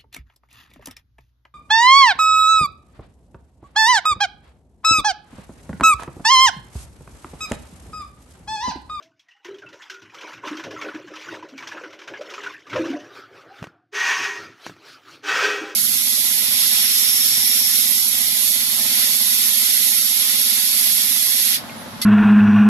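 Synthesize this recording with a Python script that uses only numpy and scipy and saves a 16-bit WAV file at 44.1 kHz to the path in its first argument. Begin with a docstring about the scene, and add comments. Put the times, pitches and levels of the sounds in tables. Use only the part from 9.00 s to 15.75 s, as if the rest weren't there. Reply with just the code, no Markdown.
"""Milking yard with a steel bucket

Water is slopped about in the bucket: patchy noise and drops, splashes, gurgling air pockets and a hollow boom.
Knocks excite damped steel modes; two jets of milk, one after the other, hiss and drum on the bare steel.
Broom-like strokes of noise come and go, with faint rings, dull bumps through the ground and a faint hush.
"""
import sys
import numpy as np
from scipy import signal
from scipy.fft import rfft, irfft
from scipy.io import wavfile
from scipy.ndimage import uniform_filter1d

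SR = 44100
rng = np.random.default_rng(int(sys.argv[2]) if len(sys.argv) > 2 else 0)


def store_pcm(level_fs):
    """Save levels as 16-bit WAV."""
    pcm = np.round(np.clip(level_fs, -1, 1) * 32767).astype(np.int16)
    wavfile.write(sys.argv[1], SR, np.atleast_2d(pcm).T)


N = 297675
TIME = np.arange(N) / SR

# spectrum of moving water: (frequency [Hz], relative density [dB])
WATER_COLOUR = [(410, -28), (700, -6.5), (797, -5.5), (1020, 1.5), (1210, -2.5), (1490, 3), (1780, -0.5),
                (2920, -3.5), (4540, -16), (5800, -12), (8790, -37.5), (12500, -37), (15600, -43)]
# spectrum of the broom strokes and the hush: (frequency [Hz], relative density [dB])
BROOM_COLOUR = [(110, -69.5), (180, -24), (292, -10), (327, -24.5), (387, 3), (425, -5), (594, -6.5),
                (1020, -10), (1230, -2), (1330, -1), (1540, -2), (1890, -8.5), (5270, -15.5), (8410, -32),
                (15600, -35)]
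# wall modes: (frequency [Hz], width [Hz], level at first jet's landing [dB], level at second's [dB])
WALL_MODES = [(957, 14, -7, -15), (1021, 16, -8, -9), (1119, 14, -5, -13), (1191, 15, -11, -7),
              (1305, 28, -14, -6), (1504, 22, -8, -12), (1550, 28, -9, 0), (1652, 20, -14, -6),
              (1712, 18, -5, -12), (1805, 22, -2, -9), (1885, 28, 2, -3), (2200, 40, -8, -12),
              (2310, 30, -7, -8), (2400, 20, -5, -13), (2500, 35, -7, -7), (2600, 25, -13, -8),
              (2736, 24, -7, -13), (3020, 32, -14, -11), (3296, 30, -18, -11), (4580, 30, -19, -18),
              (5640, 50, -17, -20), (6090, 30, -13, -20), (6370, 40, -15, -20)]


def gain_of(db):
    """Decibels to an amplitude factor."""
    return 10 ** (np.asarray(db) / 20)


def evened(x):
    """Scales to rms 1."""
    return x / np.sqrt(np.mean(x ** 2) + 1e-20)


def add(mix, start_s, sound):
    """Mixes a sound in from start_s."""
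    part = mix[round(start_s * SR):][:len(sound)]
    part += sound[:len(part)]


def played(rows):
    """Gains from the dB columns of a timed table, silent outside it."""
    time_s, *columns = np.transpose(rows)
    return [gain_of(np.interp(TIME, time_s, db, -200, -200)) for db in columns]


def resonate(x, hz, width_hz):
    """One two-pole resonance of peak gain about 1."""
    r = np.exp(-np.pi * width_hz / SR)
    b = [(1 - r * r) / 2, 0, -(1 - r * r) / 2]
    a = [1, -2 * r * np.cos(2 * np.pi * hz / SR), r * r]
    return signal.lfilter(b, a, x)


def ringing(x, modes):
    """Sum of the resonances of a body."""
    return sum(gain_of(db) * resonate(x, hz, width_hz) for hz, width_hz, db in modes)


def coloured(x, points):
    """Filters by the table, interpolated over log frequency; rms 1."""
    point_hz, point_db = np.transpose(points)
    hz = np.fft.rfftfreq(len(x), 1 / SR)
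    db = np.interp(np.log(hz + 1), np.log(point_hz), point_db)
    return evened(irfft(rfft(x) * gain_of(db), len(x)))


def lifted(x, hz, db):
    """Raises or cuts the treble above hz by db."""
    highpass = signal.butter(2, hz, "high", fs=SR, output="sos")
    treble = signal.sosfiltfilt(highpass, x)
    return x + (gain_of(db) - 1) * treble


def lumpy(flicker_db, clump_s):
    """Noise whose strength flickers by flicker_db rms, as drops land in clumps."""
    clumps = evened(uniform_filter1d(rng.standard_normal(N), max(round(clump_s * SR), 1)))
    return evened(rng.standard_normal(N) * gain_of(flicker_db * clumps))


def patchy(x, patchy_db):
    """Drops of one size come in groups: short patches of time and pitch stand out."""
    z = signal.stft(x, nperseg=512)[2]
    across_pitch = uniform_filter1d(rng.standard_normal(z.shape), size=5, axis=0)
    patches = evened(uniform_filter1d(across_pitch, size=6, axis=1))
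    return evened(signal.istft(z * gain_of(patchy_db * patches), nperseg=512)[1][:N])


def blow(t, rise_s, t60_s):
    """Quick rise, exponential fall of 60 dB in t60_s."""
    return (1 - np.exp(-t / rise_s)) * gain_of(-60 * t / max(t60_s, .02))


def swell(start_s, end_s, db, rise_db_per_s, fall_db_per_s):
    """Gain that climbs to db, holds from start to end and sinks, linearly in dB."""
    before_s = np.maximum(start_s - TIME, 0)
    after_s = np.maximum(TIME - end_s, 0)
    return gain_of(db - rise_db_per_s * before_s - fall_db_per_s * after_s)


def wash():
    """Patchy water noise with single drops, and the hollow boom of the bucket."""
    # (time [s], water level [dB], boom level [dB])
    wash_levels = [(0.0, -56, -51), (0.15, -77.5, -100), (0.43, -68.5, -88), (0.46, -44.5, -58),
                   (0.6, -62.5, -58), (0.82, -48, -59.5), (1.12, -56, -72), (1.15, -43.5, -44),
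                   (1.31, -40, -50), (1.42, -54, -58), (1.45, -34.5, -40), (1.68, -47.5, -40),
                   (1.85, -37.5, -37), (2.03, -50.5, -52.5), (2.33, -36.5, -44), (2.42, -52.5, -44.5),
                   (2.55, -52.5, -48), (2.6, -43, -55.5), (2.83, -44.5, -52), (2.9, -51.5, -52),
                   (3.06, -56, -45.5), (3.09, -50.5, -46), (3.4, -41, -37), (3.5, -39, -53.5),
                   (3.64, -57.5, -61), (3.74, -36.5, -43), (3.89, -38, -37.5), (4.1, -57.5, -58)]
    # air and walls of the bucket, applied twice: (frequency [Hz], width per pass [Hz], gain per pass [dB])
    air_modes = [(313, 7.9, 4.5), (393, 172, 4), (542, 100, 0)]
    gain, hollow = played(wash_levels)
    noise = patchy(coloured(lumpy(1.86, 0.011), WATER_COLOUR), patchy_db=5.5)
    water = .8 * noise + .6 * droplets(per_s=500, spread_db=4.5)
    boom = evened(ringing(ringing(lumpy(5.5, 0.039), air_modes), air_modes))
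    return gain * (lifted(water, 6600, 6.5) + ticks()) + hollow * boom


def droplets(per_s, spread_db):
    """Single small drops: short rising blips of many pitches, a few of them large."""
    out, t = np.zeros(N), np.arange(600) / SR
    pitches_hz = np.geomspace(900, 7000, num=16)
    for hz in pitches_hz:
        size = gain_of(spread_db * np.minimum(rng.exponential(1, N), 4))
        hits = size * (rng.random(N) < per_s / len(pitches_hz) / SR)
        cycles = hz * t
        blip = np.sin(2 * np.pi * cycles * (1 + 0.0072 * cycles)) * cycles * np.exp(-cycles / 3.8)
        out += signal.oaconvolve(hits, blip / np.linalg.norm(blip))[:N]
    return coloured(out, WATER_COLOUR)


def ticks():
    """Fine spray bursting on the wall: brief noise ticks at random moments, treble cut."""
    # (time [s], level against the wash [dB])
    tick_levels = [(0.0, -24), (1.4, -29), (3.25, -26), (3.32, -18), (4.1, -13)]
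    ticks_per_s = 70
    size = gain_of(5 * np.minimum(rng.exponential(1, N), 3))
    hits = size * (rng.random(N) < ticks_per_s / SR)
    envelope = signal.oaconvolve(hits, blow(np.arange(1500) / SR, .0008, 0.041))[:N]
    bursts = envelope * rng.standard_normal(N)
    return played(tick_levels)[0] * evened(lifted(bursts, 5300, -43))


def splashes():
    """Each splash is a burst of spray plus one size of drop ringing at its own pitch."""
    # (time [s], peak [dB], drop pitch [Hz], spray against drops [dB], spray treble lift [dB])
    splash_rows = [(0.0263, -42, 3190, 5, 35), (0.1955, -45.5, 3320, -25, 39),
                   (0.2858, -43.5, 1870, -16, 15), (0.3135, -46.5, 2680, -15.5, 11),
                   (0.365, -57, 2110, -14, 16), (0.4477, -32, 1440, 9, 10), (0.5437, -40.5, 3240, -12, 13),
                   (0.5854, -40.5, 3000, -2, 13), (0.621, -36, 1570, -8, 0), (0.6634, -38, 2680, -11, -5),
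                   (0.6894, -42, 1336, -2, 14), (0.7307, -37, 1420, -4, 11), (0.821, -35, 3380, -13, 14),
                   (0.8998, -25.5, 1514, -14.5, 18.5), (0.9423, -37.5, 1550, 3, 26),
                   (1.0195, -36.5, 1460, -1, 11), (1.0959, -44, 2450, -15, 9), (1.146, -32.5, 1190, -4, 9),
                   (1.2103, -34.5, 2680, -4, 18), (1.333, -34, 1490, -12, 15), (1.3778, -39, 2720, -4, -1),
                   (1.4351, -26, 1030, -22, -7), (1.476, -21, 1330, -1, 4), (1.5298, -30.5, 1930, 10, -2),
                   (1.5702, -27.5, 3180, -4, 10), (1.5967, -25.5, 1720, 6, 1),
                   (1.6387, -26.5, 1015, 3, 7.5), (1.709, -29, 1650, -8.5, 14), (1.764, -28, 1330, -11, -9),
                   (1.8149, -21.5, 2216, -1, 2), (1.8494, -32, 1490, -10, -12), (1.8862, -25, 1480, -5, -9),
                   (1.9473, -28, 1730, 7, 0), (2.075, -35, 1590, -2, 2), (2.138, -30.5, 1310, -8, 1),
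                   (2.159, -29, 1040, 1, 11), (2.2125, -31.5, 2340, 0, 14), (2.2543, -46, 1420, -5, 7),
                   (2.291, -35, 1420, -7, 5), (2.3487, -28, 930, -5.5, 4), (2.427, -28, 960, -9, 0),
                   (2.4877, -41, 1560, 0, 26), (2.579, -27.5, 2280, -12.5, 15),
                   (2.6254, -26.5, 1060, -4.5, 0), (2.673, -25, 1685, 1, 13.5),
                   (2.7171, -24.5, 1700, -3.5, 2.5), (2.7722, -29, 1405, 1, -14),
                   (2.8368, -29, 1460, -2, -6), (2.9053, -38.5, 1310, -2, 11), (2.93, -34, 2100, -2, 5),
                   (2.991, -33.5, 1650, 5, 6), (3.017, -31, 2300, 1, 3.5), (3.038, -38.5, 1500, -2, 12),
                   (3.0769, -24.5, 1530, -7, 4.5), (3.1384, -27, 1680, -3, -17),
                   (3.1714, -33.5, 2140, -7, 3), (3.2125, -30, 1372, -8, 10),
                   (3.3022, -29.5, 1310, -10, 17), (3.3385, -25, 2480, -2, 8), (3.3807, -25, 1260, -11, 0),
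                   (3.4357, -24.5, 1510, 12, 4.5), (3.4631, -22, 1480, -10, -1), (3.4894, -43, 1300, 0, 20),
                   (3.5944, -46, 1600, -2, 26), (3.6685, -34.5, 1220, -7, 8), (3.6985, -29, 2190, -10, 13),
                   (3.7306, -18.5, 1345, 4, -6), (3.7605, -17, 1030, 1.5, -2.5), (3.8551, -29, 1300, -9, 9),
                   (3.901, -30.5, 1470, -9, 14), (4.0006, -39, 1850, -10, 20),
                   (4.0448, -37.5, 1680, -14, 10)]
    rise_s, spray_t60_s, drops_t60_s = 0.0014, 0.15, 0.089
    out, t = np.zeros(N), np.arange(10240) / SR
    noises = rng.standard_normal((len(splash_rows), 2, len(t)))
    for (s, db, hz, spray_db, treble_db), (wide, narrow) in zip(splash_rows, noises):
        spray = gain_of(spray_db) * lifted(coloured(wide, WATER_COLOUR), 3100, treble_db)
        drops = evened(resonate(resonate(narrow, hz, 130), hz, 130))
        sound = blow(t, rise_s, spray_t60_s) * spray + blow(t, rise_s, drops_t60_s) * drops
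        add(out, s - .002, gain_of(db) * sound / abs(sound).max())
    return out


def gurgles():
    """Air pockets closing under water ring at their own pitch, rising a little, shaken by the water."""
    # (time [s], level before rise and decay [dB], starting pitch [Hz], t60 [s])
    gurgle_rows = [(0.456, -33, 354.5, 0.19), (0.488, -26.5, 391.6, 0.21), (0.522, -35.5, 376.4, 0.41),
                   (0.56, -37, 379, 0.17), (0.909, -45, 377.5, 0.57), (1.025, -39, 304.5, 0.18),
                   (1.474, -21.5, 305, 0.053), (1.508, -22, 302, 0.24), (1.584, -29, 325, 0.17),
                   (1.709, -26, 442, 0.061), (1.849, -39, 303, 0.053), (1.88, -32, 293, 0.14),
                   (1.947, -19, 310, 0.095), (2.047, -19.5, 358, 0.035), (2.276, -42, 331, 0.19),
                   (2.308, -24.5, 324, 0.074), (2.432, -37, 306, 0.16), (2.527, -34, 265.5, 0.23),
                   (2.671, -38, 860, 0.099), (2.729, -36, 917, 0.14), (2.753, -29.5, 336, 0.091),
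                   (2.816, -24.5, 491, 0.1), (2.839, -21.5, 375, 0.056), (2.866, -31.5, 320, 0.076),
                   (2.99, -35, 352, 0.15), (3.159, -50, 542, 0.065), (3.197, -28, 509, 0.14),
                   (3.21, -21, 588, 0.087), (3.38, -36, 400, 0.16), (3.439, -35.5, 400, 0.19),
                   (3.686, -37, 310, 0.071), (3.738, -24, 370, 0.12), (3.752, -21, 508, 0.37),
                   (3.757, -17.5, 593, 0.16), (3.796, -13, 322.5, 0.24), (3.858, -18.5, 334.5, 0.17),
                   (3.901, -18.5, 278, 0.14), (3.931, -17.5, 294.4, 0.18), (3.93, -31.5, 698, 0.23),
                   (3.95, -28.5, 580, 0.24), (4.363, -53, 534, 0.38), (4.02, -36.5, 329, 0.18),
                   (4.501, -38, 763, 0.14), (6.425, -22.5, 407.6, 0.34), (6.53, -27.5, 409, 0.17),
                   (6.615, -28.5, 309.4, 0.24)]
    rise_s, wobble_share = 0.0079, 0.44
    out, t = np.zeros(N), np.arange(12000) / SR
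    shake = rng.standard_normal((len(gurgle_rows), len(t)))
    for (s, db, hz, t60_s), noise in zip(gurgle_rows, shake):
        tone = np.sin(2 * np.pi * hz * (t + .2 * t ** 2))
        wobble = evened(resonate(resonate(noise, hz, 90), hz, 90))
        add(out, s - .004, gain_of(db) * blow(t, rise_s, t60_s) * (tone + wobble_share * wobble))
    return out


def knocks():
    """A sharp push with a little grit, the damped steel modes and a dull thump."""
    # (time [s], knock level [dB], thump level before rise and decay [dB], thump pitch [Hz])
    knock_rows = [(4.6215, -53, -13.5, 153), (4.6281, -21.5, -38, 325), (4.6418, -21, -40, 322),
                  (4.6708, -30, -26.5, 170), (5.666, -17.5, -30, 360), (5.697, -26, -30, 420),
                  (5.766, -39, -40, 380)]
    out, t = np.zeros(N), np.arange(6000) / SR
    cracks = rng.standard_normal((len(knock_rows), len(t)))
    u = t / .00022
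    push = -2.5 * u * (2 - u) * np.exp(-u)
    for (s, db, thump_db, hz), noise in zip(knock_rows, cracks):
        grit = coloured(noise, WATER_COLOUR) * blow(t, 0.0008, 0.014)
        steel = evened(ringing(noise, np.array(WALL_MODES)[:, :3])) * blow(t, 0.00044, 0.062)
        thump = -np.sin(2 * np.pi * hz * t) * blow(t, 0.0033, 0.028)
        knock = push + 0.23 * grit + 0.11 * steel
        add(out, s - .0005, gain_of(db) * knock + gain_of(thump_db) * thump)
    return out


def jets():
    """A jet breaks into a dense hail of drops: hiss, steel modes kept ringing, and a bottom boom."""
    # one table a jet: (time [s], force [dB], boom of the bucket bottom [dB])
    jet_levels = [
        [(4.916, -70, -88), (4.93, -38.5, -48), (4.95, -27, -34.5), (5.0, -21, -42), (5.09, -18.5, -47),
         (5.148, -22.5, -50), (5.25, -23, -42), (5.42, -41, -46.5), (5.6, -64, -82)],
        [(6.224, -55, -64), (6.24, -35, -45), (6.288, -21, -39), (6.405, -19.5, -44), (6.44, -18, -34),
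         (6.5, -22, -30), (6.626, -32.5, -37), (6.7, -35, -40), (6.75, -43, -42)],
    ]
    # hiss, one table a jet: (frequency [Hz], relative density [dB])
    hiss_colours = [
        [(290, -61), (500, -81), (792, 2.5), (864, -41), (928, -28), (1140, -7), (1410, -1), (1820, 6),
         (2050, -5), (2360, -3.5), (4080, -10), (6290, -4.5), (8150, -25.5), (15600, -12)],
        [(290, -41.5), (500, -10), (569, -14.5), (792, -11), (851, -27), (1040, -27), (1430, 2), (1560, -13),
         (1720, -6.5), (2610, -15.5), (3860, -17), (5680, -14), (9010, -32.5), (15600, -17.5)],
    ]
    # applied twice: (frequency [Hz], width per pass [Hz], first jet's gain per pass [dB], second's [dB])
    bottom_modes = [(308, 11.6, -9.5, 2.5), (327, 9.7, 5.5, -3), (395, 32, 7.5, -5), (415.7, 33.5, 7.5, 5),
                    (502, 73, -23.5, -1), (799, 14, -5, 3)]
    steel_share = 0.83  # amplitude; the hiss takes the rest of the power
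    out = np.zeros(N)
    for k, rows in enumerate(jet_levels):
        force, hollow = played(rows)
        hiss = force * patchy(coloured(lumpy(0.57, 0.036), hiss_colours[k]), patchy_db=2.0)
        walls = np.array(WALL_MODES)[:, [0, 1, 2 + k]]
        bottom = np.array(bottom_modes)[:, [0, 1, 2 + k]]
        # the landing spot wanders, so two sets of modes swell and fade apart
        steel = evened(sum(ringing(lumpy(1.6, .04) * force, walls[half::2]) for half in (0, 1)))
        force_rms = np.sqrt(np.mean(force ** 2))
        sound = np.sqrt(1 - steel_share ** 2) * hiss + steel_share * force_rms * steel
        boom = evened(ringing(ringing(lumpy(1.5, .03), bottom), bottom))
        out += lifted(sound, 8550, -17.5) + hollow * boom
    return out


def swish():
    """Many bristles at once: nearly plain noise swelling with each stroke, its treble faster."""
    # (full from [s], full until [s], body level [dB], treble lift [dB])
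    strokes = [(4.03, 4.047, -53, -9), (4.153, 4.197, -43.5, 1), (4.357, 4.417, -47.5, -2),
               (4.564, 4.638, -45, -2.5), (5.338, 5.442, -42, 0.5), (5.665, 5.675, -47.5, 12),
               (5.876, 5.932, -49, 8.5), (6.093, 6.15, -49, 7)]
    rates_db_per_s = np.array([121, 149])  # rise, fall of the body
    treble_steepness = 1.64
    bristles = patchy(coloured(lumpy(.5, 0.0033), BROOM_COLOUR), patchy_db=3.5)
    body = lifted(bristles, 2500, -60)
    treble = bristles - body
    out = np.zeros(N)
    for start_s, end_s, db, treble_db in strokes:
        out += swell(start_s, end_s, db, *rates_db_per_s) * body
        out += swell(start_s, end_s, db + treble_db, *rates_db_per_s * treble_steepness) * treble
    return out


def rings():
    """Faint fuzzy tones, narrow resonant noise at a steady pitch, that die away."""
    # (time [s], level before rise and decay [dB], pitch [Hz], t60 [s])
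    ring_rows = [(.002, -52.5, 655, 0.37), (.002, -72, 1410, 0.25), (0.116, -61, 1500, 0.12),
                 (.345, -68, 816, 0.75), (.265, -69, 710, .15), (0.628, -48, 1414, 0.58),
                 (0.731, -57, 956, 0.86), (0.921, -36.5, 1440, 0.27), (4.09, -47.5, 1206, 0.56),
                 (.29, -69, 1010, 0.24), (.29, -56, 1910, .4), (.3, -58, 2900, .4), (4.5, -44.5, 802, 0.22),
                 (4.75, -58, 720, 0.34)]
    out, t = np.zeros(N), np.arange(16000) / SR
    shake = rng.standard_normal((len(ring_rows), len(t)))
    for (s, db, hz, t60_s), noise in zip(ring_rows, shake):
        width_hz = 0.059 * hz  # per pass
        tone = evened(resonate(resonate(noise, hz, width_hz), hz, width_hz))
        add(out, s, gain_of(db) * blow(t, 0.0046, t60_s) * tone)
    return out


def rumble():
    """Hooves and feet through the ground: low lumpy noise that jumps with each bump and dies away."""
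    # (time [s], level [dB])
    bumps = [(0.06, -63), (0.5, -56.5), (0.66, -56), (1.038, -50.5), (1.35, -50.5), (1.66, -39.5),
             (1.95, -51.5), (2.08, -56.5), (2.3, -44), (2.6, -48.5), (2.72, -66), (2.89, -62),
             (3.11, -53.5), (3.46, -50.5), (3.741, -32.5), (4.0, -52), (4.19, -56.5), (4.32, -60),
             (4.47, -58), (4.619, -46), (5.2, -46), (5.4, -42.5), (5.68, -44), (5.9, -52), (6.1, -52),
             (6.34, -47), (6.6, -52)]
    # (frequency [Hz], relative density [dB])
    ground_colour = [(15, -92), (25, -62), (48, -40.5), (109, -5.5), (200, -14), (231, -17), (260, -6.5),
                     (340, -1.5), (570, -120)]
    gain = sum(swell(s, s, db, rise_db_per_s=500, fall_db_per_s=109) for s, db in bumps)
    return gain * coloured(lumpy(2.5, .05), ground_colour)


def scene():
    """Sums all sources over a faint yard hush, the same in both channels."""
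    hush = gain_of(-84.5) * coloured(rng.standard_normal(N), BROOM_COLOUR)
    mono = wash() + splashes() + gurgles() + rings() + swish() + knocks() + jets() + rumble() + hush
    return np.array([mono, mono])


def record(dry):
    """A small microphone drops the deep bass; then a low-pass limits the band."""
    edge_hz = 15650
    thin = signal.sosfilt(signal.butter(2, 60, "high", fs=SR, output="sos"), dry)
    lowpass = signal.firwin(511, edge_hz, window=("kaiser", 9), fs=SR)
    return signal.oaconvolve(thin, lowpass[None], "same")


dry = scene()
out = record(dry)
store_pcm(out)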